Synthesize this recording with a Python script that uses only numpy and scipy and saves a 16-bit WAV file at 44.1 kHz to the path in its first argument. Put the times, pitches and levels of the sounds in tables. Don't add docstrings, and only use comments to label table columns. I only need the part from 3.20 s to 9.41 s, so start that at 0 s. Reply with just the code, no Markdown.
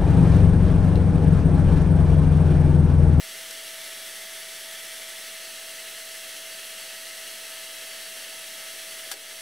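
import sys
import numpy as np
from scipy import signal
from scipy.fft import rfft, irfft, next_fast_len
from scipy.io import wavfile
from scipy.ndimage import uniform_filter1d

SR = 44100
rng = np.random.default_rng(int(sys.argv[2]) if len(sys.argv) > 2 else 0)


def bounce(signal):
    frames = np.transpose(np.atleast_2d(signal))
    limited = np.clip(frames, -1, 1)
    pcm = np.round(limited * 32767).astype(np.int16)
    wavfile.write(sys.argv[1], SR, pcm)


N = 274035
TIME_S = np.arange(N) / SR


def from_db(db):
    return 10 ** (np.asarray(db) / 20)


def at_hz(points, hz):
    points = np.array(points)
    return np.interp(np.log(hz + 1), np.log(points[:, 0] + 1), points[:, 1])


def drift(rate_hz):
    hop, warmup = 40, 2000
    pole = np.exp(-2 * np.pi * rate_hz * hop / SR)
    noise = rng.standard_normal(N // hop + warmup + 2)
    slow = signal.lfilter([1], [1, -2 * pole, pole * pole], noise)[warmup:]
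    return np.interp(np.arange(N) / hop, np.arange(len(slow)), slow / slow.std())


def band(x, low_hz, high_hz):
    return signal.sosfilt(signal.butter(2, [low_hz, high_hz], "band", fs=SR, output="sos"), x)


def strikes(rows):
    out = np.zeros(N) + 1e-18
    for start_s, db in rows:
        out[round(start_s * SR)] += from_db(db)
    return out


def fade(impulses, t60_s):
    return signal.lfilter([1], [1, -np.exp(-np.log(1000) / (t60_s * SR))], impulses)


def ring(force, hz, t60_s):
    radius, angle = np.exp(-np.log(1000) / (t60_s * SR)), 2 * np.pi * hz / SR
    return signal.lfilter([0, np.sin(angle)], [1, -2 * radius * np.cos(angle), radius ** 2], force)


def stereo(mid, side):
    return np.array([mid + side, mid - side])


def pan(x, left_db):
    return x * from_db([[left_db / 2], [-left_db / 2]])


# centre in Hz, width in Hz, peak in dB, change by the hand in dB.
HOUSING_PEAKS = [(199.3, 17, 7, -0.5), (396, 18, 3, 0), (425, 10, 0, -1), (1188, 38, 5, -1),
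                 (1738, 134, 7.5, -0.5), (1867, 70, 5.5, -1), (2056, 115, 10, -0.5), (2306, 93, 8.5, -5.5),
                 (2588, 46, -0.5, 8.5), (2768, 127, 4, 5.5), (2924, 63, 5.5, 3), (3112, 158, 6.5, 0.5),
                 (3307, 193, 6, 0.5), (3505, 266, 9, -6), (3950, 180, 1.7, 1), (4216, 350, 4, 3.5),
                 (5475, 550, 6.5, -0.5), (6230, 830, 7, 0), (8055, 1830, 9, 0), (9470, 550, 4.5, 0),
                 (10140, 1130, 8.5, -0.5), (11410, 730, 5, -0.5), (13106, 1050, 3.5, -0.5)]


def housing(hz):
    centre_hz, width_hz, peak_db, change_db = np.transpose(HOUSING_PEAKS)
    bells = 1 / (1 + (2 * np.subtract.outer(hz, centre_hz) / width_hz) ** 2)
    return bells @ peak_db, bells @ change_db


# frequency in Hz, density in dB per Hz.
GRILLE_SPECTRUM = [(20, -92.5), (32, -100), (48, -108), (70, -105), (110, -96), (190, -93), (600, -83.5),
                   (1030, -90.7), (1500, -82), (3200, -84), (4850, -86), (7100, -91), (11000, -89),
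                   (15600, -88.5)]
# frequency in Hz, density in dB per Hz.
ROOM_SPECTRUM = [(20, -100), (65, -114), (200, -99), (600, -96), (1000, -102), (1750, -108), (2300, -104),
                 (2700, -98), (4000, -95), (7000, -93.5), (8000, -90), (9600, -88.5), (12500, -92.5),
                 (15700, -96.5)]


def airflow(hand, gust_db):
    size = next_fast_len(N)
    hz = np.arange(size // 2 + 1) * SR / size
    direct, scattered = rfft(rng.standard_normal((2, size))) * np.sqrt(SR / 2)
    peaks_db, hand_db = housing(hz)
    free_db = at_hz(GRILLE_SPECTRUM, hz) + peaks_db
    free = irfft(direct * from_db(free_db), size)[:N]
    reflected = irfft(direct * from_db(free_db + hand_db), size)[:N]
    room = irfft(scattered * from_db(at_hz(ROOM_SPECTRUM, hz)), size)[:N]
    return stereo((1 - hand) * free + hand * reflected, room) * from_db(gust_db * drift(rate_hz=21))


# multiple of the shaft rate, base level in dB, left phase lead in radians.
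ROTOR_TONES = [(4, -75.5, 0), (5, -52.5, -0.055), (7, -70.5, 0), (10, -61, 0.19), (15, -75, 0.0019),
               (20, -62, 0.5), (25, -61, 0), (30, -57.5, -0.56), (35, -56.5, 0), (40, -64, 0)]
BLADES, BLADE_PASS_HZ, SAG_HZ_PER_S = 5, 652.7, .21


def blade_tones(hand, inflow_db, flutter, flutter_hz, scatter, pan_db):
    blade_hz = BLADE_PASS_HZ - SAG_HZ_PER_S * TIME_S
    shaft_rad = 2 * np.pi * np.cumsum(blade_hz) / (BLADES * SR)
    overtone_db = inflow_db * drift(rate_hz=2.7)
    out = 0
    for order, db, lead_rad in ROTOR_TONES:
        _, hand_db = housing(order * BLADE_PASS_HZ / BLADES)
        gain = from_db(db + overtone_db * (order > BLADES) + hand_db * (hand - hand.mean()))
        eddies = 1 + flutter * order / BLADES * (drift(flutter_hz) + 1j * drift(flutter_hz))
        phase_rad = order * shaft_rad + rng.uniform(0, 2 * np.pi)
        tone = np.sqrt(2) * gain * eddies * np.exp(1j * phase_rad)
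        reflections = scatter * (drift(flutter_hz) + 1j * drift(flutter_hz))
        out += np.real(tone * stereo(0.97, 1j * lead_rad / 2 + reflections))
    return pan(out, pan_db)


# frequency in Hz, rms level in dB.
MOTOR_TONES = [(300, -77), (899, -73), (1917, -61.5), (2217, -68), (2816, -64)]


def motor_whine(flutter_db, wander_rad):
    out = 0
    for hz, db in MOTOR_TONES:
        gain = from_db(db + flutter_db * drift(rate_hz=2.6))
        phase_rad = 2 * np.pi * hz * TIME_S + wander_rad * drift(rate_hz=1.3)
        out += np.sqrt(2) * gain * np.sin(phase_rad)
    return out


# mid-move time in seconds, new nearness 0-1.
HAND_PATH = [(.55, 0.1), (2.02, 1), (5.1, .68)]


def hand_nearness(initial, move_s):
    nearness = initial
    for middle_s, target in HAND_PATH:
        progress = np.clip((TIME_S - middle_s) / move_s + .5, 0, 1)
        nearness += (target - nearness) * (1 - np.cos(np.pi * progress)) / 2
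    return np.clip(nearness, 0, 1)


# start in seconds, level in dB.
SOFT_HITS = [(.295, -57), (.795, -57), (4.955, -54), (5.075, -58), (5.535, -50), (5.86, -54),
             (5.935, -45.5)]


def soft_bumps(low_hz, high_hz, t60_s):
    wood = band(rng.standard_normal(N), low_hz, high_hz)
    return fade(strikes(SOFT_HITS), t60_s) * wood / wood.std()


# start in seconds, strength in dB, chatter length in seconds.
IRON_HITS = [(.3082, -6, .004), (5.9147, 1.5, .032)]


def chatter(first_gap_s=.0014, gap_growth=1.42, rebound_db=-4, loss_db_per_s=20, max_rebounds=9):
    delays_s = np.cumsum(first_gap_s * gap_growth ** np.arange(max_rebounds))
    contacts = []
    for start_s, db, length_s in IRON_HITS:
        contacts.append((start_s, db))
        for delay_s in delays_s[delays_s < length_s]:
            contacts.append((start_s + delay_s, db + rebound_db - loss_db_per_s * delay_s))
    return np.array(contacts)


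# frequency in Hz, relative level in dB, t60 in seconds.
STAND_MODES = [(446, -59, 0.53), (537, -58, 0.33), (620, -64, 0.22), (800, -60.5, .22), (980, -63, .22),
               (1510, -53, .08), (1650, -47, 0.14), (2080, -53, .08), (3340, -49, .04), (4050, -55, .03),
               (4500, -44, 0.041), (5620, -41, .045), (5800, -52, .04), (8000, -47, .04), (9100, -51, .04),
               (10100, -49, .045), (11110, -42, .045)]


def iron_clacks(ring_db, crack_db, crack_t60_s, room_db, room_t60_s, pan_db):
    contacts, body = chatter(), 0
    for hz, db, t60_s in STAND_MODES:
        jitter = rng.normal(0, 1, contacts.shape) * [1e-4, 1.5]
        body += from_db(db + ring_db) * ring(strikes(contacts + jitter), hz, t60_s)
    body = band(body, 310, 16000)
    hits = strikes(contacts)
    crack = from_db(crack_db) * band(fade(hits, crack_t60_s) * rng.standard_normal(N), 1080, 12100)
    room_envelope = np.sqrt(fade(hits ** 2, room_t60_s / 2))
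    room = from_db(room_db) * band(room_envelope * rng.standard_normal((2, N)), 400, 9000)
    return pan(body + crack, pan_db) + room


def scene():
    hand = hand_nearness(initial=.5, move_s=.55)
    fan = airflow(hand, gust_db=0.42)
    fan += motor_whine(flutter_db=3.0, wander_rad=0.26)
    fan += blade_tones(hand, inflow_db=0.9, flutter=0.066, flutter_hz=11.3, scatter=0.046, pan_db=-1.2)
    clacks = iron_clacks(ring_db=4.0, crack_db=-24.5, crack_t60_s=0.014,
                         room_db=-38.5, room_t60_s=0.1, pan_db=3.5)
    return fan + soft_bumps(low_hz=286, high_hz=604, t60_s=0.18) + clacks


def gain_control(x, threshold_db, release_db_per_s, attack_s):
    power = uniform_filter1d(np.mean(x ** 2, axis=0), size=SR // 100)
    over_db = np.maximum(10 * np.log10(np.maximum(power, 1e-12)) - threshold_db, 0)
    ramp_db = release_db_per_s * TIME_S
    held_db = np.maximum.accumulate(over_db + ramp_db) - ramp_db
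    pole = np.exp(-1 / (attack_s * SR))
    return x * from_db(-signal.lfilter([1 - pole], [1, -pole], held_db))


def record(dry):
    dc_offset, cutoff_hz = -.001, 15700
    levelled = gain_control(dry, threshold_db=-32.5, release_db_per_s=16.0, attack_s=0.013)
    lowpass = signal.ellip(12, .1, 80, cutoff_hz, fs=SR, output="sos")
    return signal.sosfilt(lowpass, levelled + dc_offset)


dry = scene()
out = record(dry)
bounce(out)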